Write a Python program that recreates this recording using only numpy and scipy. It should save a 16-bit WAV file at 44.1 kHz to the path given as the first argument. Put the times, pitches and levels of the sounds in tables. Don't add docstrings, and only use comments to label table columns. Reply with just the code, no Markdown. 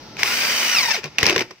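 import sys
import numpy as np
from scipy import signal
from scipy.fft import rfft, irfft
from scipy.io import wavfile
from scipy.ndimage import uniform_filter1d

SR = 44100
rng = np.random.default_rng(int(sys.argv[2]) if len(sys.argv) > 2 else 0)


def makeup_ratio(level_db):
    decades = np.asarray(level_db, float) / 20
    return 10 ** decades


def wav_record(signal):
    frames = np.transpose(np.atleast_2d(signal))
    bounded = np.clip(frames, -1, 1)
    quanta = np.round(bounded * 32767).astype(np.int16)
    wavfile.write(sys.argv[1], SR, quanta)


N = 70560


def curve(table, col=1):
    a = np.array(table, float)
    return np.interp(np.arange(N) / SR, a[:, 0], a[:, col])


def colour(x, points):
    a, n = np.array(points, float), 2048
    log_hz = np.log(np.arange(n // 2 + 1) * SR / n + 1)
    log_gain = np.interp(log_hz, np.log(a[:, 0]), a[:, 1]) * np.log(10) / 20
    cepstrum = irfft(log_gain)
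    cepstrum[1:n // 2] *= 2
    cepstrum[n // 2 + 1:] = 0
    impulse = irfft(np.exp(rfft(cepstrum)))
    return signal.fftconvolve(np.atleast_2d(x), impulse[None], axes=1)[:, :np.shape(x)[-1]]


def unit(x):
    return x / np.sqrt(np.mean(x ** 2))


def walk(rate_hz):
    k = int(SR / rate_hz)
    return unit(uniform_filter1d(uniform_filter1d(rng.standard_normal(N), k), k))


def knocks(per_s, spread_db):
    size = np.minimum(rng.exponential(size=(2, N)), 3)
    hit = rng.random((2, N)) < per_s / SR
    return hit * np.clip(rng.standard_normal((2, N)), -2, 2) * makeup_ratio(spread_db * size)


def resonate(x, hz, width_hz):
    return signal.lfilter(*signal.iirpeak(hz, hz / width_hz, fs=SR), x)


# f/Hz, level/dB
SHOP_COLOUR = [(40, -2.5), (120, 10), (300, 7.5), (900, 0), (2300, -14), (5000, -4.5), (8000, -17),
               (15000, -1)]
# f/Hz, level/dB
CAPSULE_COLOUR = [(1300, 6), (2300, 9), (2900, 9), (3600, 7), (4900, 5), (6000, 8), (6800, -4.5),
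                  (10000, -19)]
# t/s, level/dB
SHOP_LEVEL = [(0, 2.5), (1.1, -4.5), (1.5, -0.5), (1.6, -11.5)]
# f/Hz, width/Hz, level/dB
MACHINE_TONES = [(845, 25, -14), (1290, 40, -16)]


def shop():
    noise = rng.standard_normal((2, N))
    tones = sum(makeup_ratio(db) * unit(resonate(noise, hz, width)) for hz, width, db in MACHINE_TONES)
    hum = unit(colour(colour(noise, SHOP_COLOUR), CAPSULE_COLOUR)) + tones
    return hum * makeup_ratio(-49.5 + curve(SHOP_LEVEL) + 3.7 * walk(2.4))


# t/s, tooth mesh f/Hz, rattle level/dB, air and brush level/dB, mesh tone level/dB
MOTOR_RUN = [(.17, 247.6, -44, -75, -85), (.195, 424.4, -26, -37, -26), (.216, 671, -27, -41, -41),
             (.256, 1218, -24.5, -30, -38), (.30, 1408, -23.5, -30, -30), (.36, 1505, -23, -29, -38.5),
             (.43, 1562, -22.5, -28, -32), (.55, 1528, -21, -28.5, -38.5), (.67, 1481, -21.5, -28.5, -39),
             (.738, 1470, -21.5, -28.5, -26), (.79, 1186, -22, -28, -30), (.826, 1024, -24.5, -30.5, -30),
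             (.862, 935, -24.5, -31.5, -30.5), (.924, 879.4, -26, -35, -31.5),
             (.955, 669, -23.5, -35.5, -32.5), (.99, 400, -30.5, -48, -33.5), (1.02, 267.2, -48, -66, -77)]


def mesh_phase():
    return 2 * np.pi * np.cumsum(curve(MOTOR_RUN) * (1 + .0022 * walk(186))) / SR


# t/s, level/dB of overtones 2, 3, 4, 5, higher
TOOTH_LOAD = [(.2, -60, -60, -60, -70, -70), (.26, -41, -45, -43, -60, -60), (.33, -39, -38, -36, -60, -60),
              (.43, -37, -32, -42, -55, -60), (.55, -32, -34, -37, -55, -60),
              (.67, -29, -39, -32, -55, -60), (.738, -27, -42, -29, -50, -58),
              (.78, -21, -30, -22, -32, -50), (.8, -22, -34, -23, -36, -45),
              (.815, -26, -40, -33, -28, -36), (.83, -28, -41, -29, -32, -29),
              (.87, -30, -40, -40, -36, -35), (.905, -29, -36, -34, -33, -27),
              (.93, -29, -28, -38, -40, -27), (.945, -36, -28, -38, -40, -36),
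              (.975, -52, -50, -50, -52, -50), (1.03, -110, -110, -110, -110, -110)]
# multiple of mesh, TOOTH_LOAD column, level/dB
OVERTONES = [(2, 1, 0), (3, 2, 0), (4, 3, 0), (5, 4, 0), (6, 5, 0), (7, 5, -6), (8, 5, -3)]
# f/Hz, level/dB
CASE_RADIATION = [(1000, 0), (6200, 0), (6600, -14), (7200, -36)]
# t/s, depth/0-1
THROB_DEPTH = [(.72, .8), (.75, .5), (.81, .55), (.85, .85)]


def mesh_whine(turn):
    planet_teeth, planet_peak_s = 24.9, .7
    planet_angle = (turn - turn[int(planet_peak_s * SR)]) / planet_teeth
    throb = 1 + curve(THROB_DEPTH) * np.cos(planet_angle)

    def tone(k, flutter_db):
        flutter = makeup_ratio(flutter_db * np.array([walk(120), walk(120)]))
        return flutter * np.sin(k * turn + np.array([[0], [k]]))

    mesh = tone(1, 3) * makeup_ratio(curve(MOTOR_RUN, col=4))
    overtones = sum(makeup_ratio(db + curve(TOOTH_LOAD, col=c)) * tone(k, 1.8) for k, c, db in OVERTONES)
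    return throb * (mesh + colour(overtones, CASE_RADIATION) * makeup_ratio(2))


# f/Hz, width/Hz, level/dB
CASE_RINGS = [(1840, 62, 0), (2126, 234, 4.5), (2430, 190, 5), (2810, 52, -5), (3775, 380, -2.5),
              (4650, 370, 3.5), (5060, 340, 2.5), (5320, 56, -1.5), (5735, 120, 4)]


def case(x):
    rings = sum(makeup_ratio(db) * resonate(x, hz, width) for hz, width, db in CASE_RINGS)
    return unit(unit(colour(x, CAPSULE_COLOUR)) + makeup_ratio(-0.5) * unit(rings))


# f/Hz, level/dB
HOUSING_COLOUR = [(60, -35), (150, -8), (500, 0), (1200, 2.5), (2200, 0.5), (4500, -1.5), (7500, -7.5),
                  (15000, -52)]


def gear_rattle(turn):
    chuck = 1 + 0.048 * np.cos(turn * 32.1 / 1530)
    rattle = case(colour(knocks(9000, 2), HOUSING_COLOUR))
    return rattle * makeup_ratio(0.95 * walk(60)) * chuck * makeup_ratio(curve(MOTOR_RUN, col=2))


# f/Hz, level/dB
AIR_COLOUR = [(5000, -6.5), (7500, -4), (9300, -3), (10300, -10.5), (12000, -4), (13500, -10), (15000, 0.5)]


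def cooling_air():
    air = unit(colour(rng.standard_normal((2, N)), AIR_COLOUR))
    return air * makeup_ratio(0.33 * walk(110)) * makeup_ratio(curve(MOTOR_RUN, col=3))


def drill():
    on = curve([(.16, 0.25), (.19, 0.89), (1.0, 0.88), (1.04, 0.46)])
    turn = mesh_phase()
    shaft_angle = turn / 6.4
    beat = 1 + 0.16 * np.cos(shaft_angle)
    shaft = makeup_ratio(-46 + walk(30)) * np.sin(shaft_angle) * (curve(MOTOR_RUN) / 1500) ** 3
    motor = beat * gear_rattle(turn) + cooling_air() + shaft
    return on * beat * mesh_whine(turn), on * motor


# f/Hz, level/dB, t60/s
BOARD_MODES = [(144, -16.5, 0.061), (232, -18, 0.033), (333, -12, 0.066), (375.5, -9.5, 0.077),
               (451.6, -5.5, 0.053), (915, -16, 0.026), (1053, -6.5, 0.029)]


def board_thump(t):
    thump = 0
    for hz, db, t60_s in BOARD_MODES:
        level_luck, pitch_luck = rng.standard_normal(2)
        decay = np.exp(-np.log(1000) * t / t60_s)
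        mode = np.sin(2 * np.pi * hz * (1 + 0.012 * pitch_luck) * t)
        thump = thump + makeup_ratio(db + 2 * level_luck) * decay * mode
    rise_s = 0.0032
    return thump * (1 - np.exp(-t / rise_s)) * np.array([[1], [.8]])


# t/s, peak level/dB, ring f/Hz, board thump level/dB
DRILL_KNOCKS = [(0.168, -23, 2414, -49), (0.192, -25, 2170, -42.5), (0.2319, 1, 2165, -19),
                (0.259, -17, 2500, -25.5), (1.041, -15, 2570, -24), (1.057, -20.5, 2400, -19),
                (1.1839, -2, 2680, -46), (1.1888, -9, 2580, -36), (1.2298, 1.5, 1890, -5),
                (1.238, -11.5, 2540, -43), (1.242, -11.5, 2460, -41), (1.2558, -5, 2480, -25),
                (1.2651, -0.5, 5220, -37), (1.275, -13, 2500, -37), (1.287, -8, 2660, -21),
                (1.297, -2, 2550, -9.5), (1.2943, -7.5, 2240, -12), (1.306, -7, 2320, -37),
                (1.311, -21, 2100, -19), (1.344, -29, 2100, -34), (1.352, -22, 2620, -41),
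                (1.203, -13, 2400, -42), (1.2095, -14, 5300, -37), (1.361, -5, 1860, -3),
                (1.3628, -8.5, 2720, -34), (1.508, -28.5, 2160, -28.5)]
# t/s, peak level/dB, ring f/Hz, board thump level/dB
CLUTCH_RATCHET = [
    (1.3792, -7, 2200, -22),
    (1.3930, -8, 2200, -26),
    (1.4070, -9, 2300, -30),
    (1.4205, -15, 2000, -34),
]


def drill_knocks():
    length, crack_s, ring_q = 8192, 0.002, 2.4
    out, t = np.zeros((2, N + length)), np.arange(length) / SR
    crack_colour = [(300, -16)] + CAPSULE_COLOUR + [(16000, -6.5)]
    for s, db, hz, thump_db in DRILL_KNOCKS + CLUTCH_RATCHET:
        burst = rng.standard_normal((2, length)) * (t / crack_s) * np.exp(1 - t / crack_s * 1.73)
        crack = makeup_ratio(-2.5) * colour(burst, crack_colour) / 2
        envelope = (t / 0.00044) * np.exp(1 - t / 0.00048)
        envelope = envelope + 0.048 * np.exp(-np.pi * hz / ring_q * t / 2)
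        side_phase = rng.random() * 6
        ring = envelope * np.sin(2 * np.pi * hz * t + np.array([[0], [side_phase]]))
        i = int(s * SR)
        out[:, i:i + length] += makeup_ratio(db) * (0.61 * ring + crack) + makeup_ratio(thump_db) * board_thump(t)
    return out[:, :N]


# t/s, level/dB
GRIND_LEVEL = [(.95, -77), (1.03, -44), (1.042, -31), (1.075, -40), (1.11, -60), (1.16, -50.5),
               (1.181, -41.5), (1.187, -28.5), (1.22, -25.5), (1.24, -22.5), (1.31, -24), (1.35, -26.5),
               (1.42, -30), (1.47, -65), (1.505, -55), (1.511, -32.5), (1.56, -103)]
# f/Hz, level/dB
SCRAPE_COLOUR = [(60, 1), (130, 11.5), (350, 13), (700, 12), (2200, 3), (5000, -1), (8000, -12.5),
                 (15000, -12.5)]
# f/Hz, width/Hz, level/dB
BOARD_HUMS = [(330, 16, -13), (369, 16, -13), (450, 20, -17)]


def bit_grind():
    slips = knocks(4000, 2.6)
    hum = sum(makeup_ratio(db) * unit(resonate(slips, hz, width)) for hz, width, db in BOARD_HUMS)
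    hum = hum * curve([(1.1, 0.031), (1.22, 0.08), (1.28, 0.58), (1.42, 0.91), (1.5, 0.39)])
    scrape = case(colour(slips, SCRAPE_COLOUR))
    return (scrape + hum) * makeup_ratio(curve(GRIND_LEVEL) + 1.8 * walk(96))


# t/s, level/dB, f/Hz, t60/s
BENCH_JOLTS = [
    (1.047, -28, 153.8, 0.14),
    (1.2294, -8, 89, 0.029),
    (1.363, -32.5, 122, 0.42),
]


def jolts():
    out = np.zeros(N)
    for s, db, hz, t60_s in BENCH_JOLTS:
        t = np.maximum(np.arange(N) / SR - s, 0)
        envelope = np.exp(-np.log(1000) * t / t60_s) * (1 - np.exp(-t / 0.0015))
        out += makeup_ratio(db) * envelope * np.sin(2 * np.pi * hz * t)
    return out * np.array([[1], [-1.0]])


# f/Hz, level/dB
ROOM_COLOUR = [(300, 1.5), (3000, -5.5), (8000, -3.5)]


def room(x):
    t60_s, level_db = 0.21, -11
    t = np.arange(8192) / SR
    tail = rng.standard_normal((2, 8192)) * np.exp(-np.log(1000) * t / t60_s) * (t > .003)
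    tail = tail / np.sqrt(np.sum(tail ** 2, axis=1, keepdims=True))
    return makeup_ratio(level_db) * signal.fftconvolve(colour(x, ROOM_COLOUR), tail, axes=1)[:, :N]


# f/Hz, level/dB
SIDE_WIDTH = [(40, -9), (150, -17.5), (350, -15), (700, -3.5), (1400, -6), (2400, -4.5), (4500, 0),
              (15000, -1)]
# f/Hz, level/dB
LEFT_LEAN = [(100, -74), (1200, -15.5), (2500, -5), (4000, -24.5), (15000, -10)]


def stereo(mid, side, room_noise):
    lean = colour(mid, LEFT_LEAN)[0]
    shop_lean = 0.1 * curve([(.2, 0.76), (1.0, .1)]) * room_noise[0]
    port_lag = .4 * (np.roll(mid, shift=2) - np.roll(mid, shift=-2)) / 2
    side = colour(side, SIDE_WIDTH)[0] + lean + shop_lean + port_lag
    return np.array([mid + side, mid - side])


def scene():
    room_noise = shop()
    whine, motor = drill()
    near = motor + drill_knocks() + bit_grind() + jolts()
    near = signal.sosfilt(signal.butter(2, 76, "highpass", fs=SR, output="sos"), near)
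    mid, side = near + whine + room(near + .35 * whine) + room_noise
    return stereo(mid, side, room_noise)


def band_limit(x):
    return signal.sosfilt(signal.butter(12, 16530, fs=SR, output="sos"), x)


def record(dry):
    top_cut = signal.ellip(8, .2, 50, 15500, fs=SR, output="sos")
    x = signal.sosfilt(top_cut, np.clip(dry, -1, 1))
    return band_limit(x)


dry = scene()
out = record(dry)
wav_record(out)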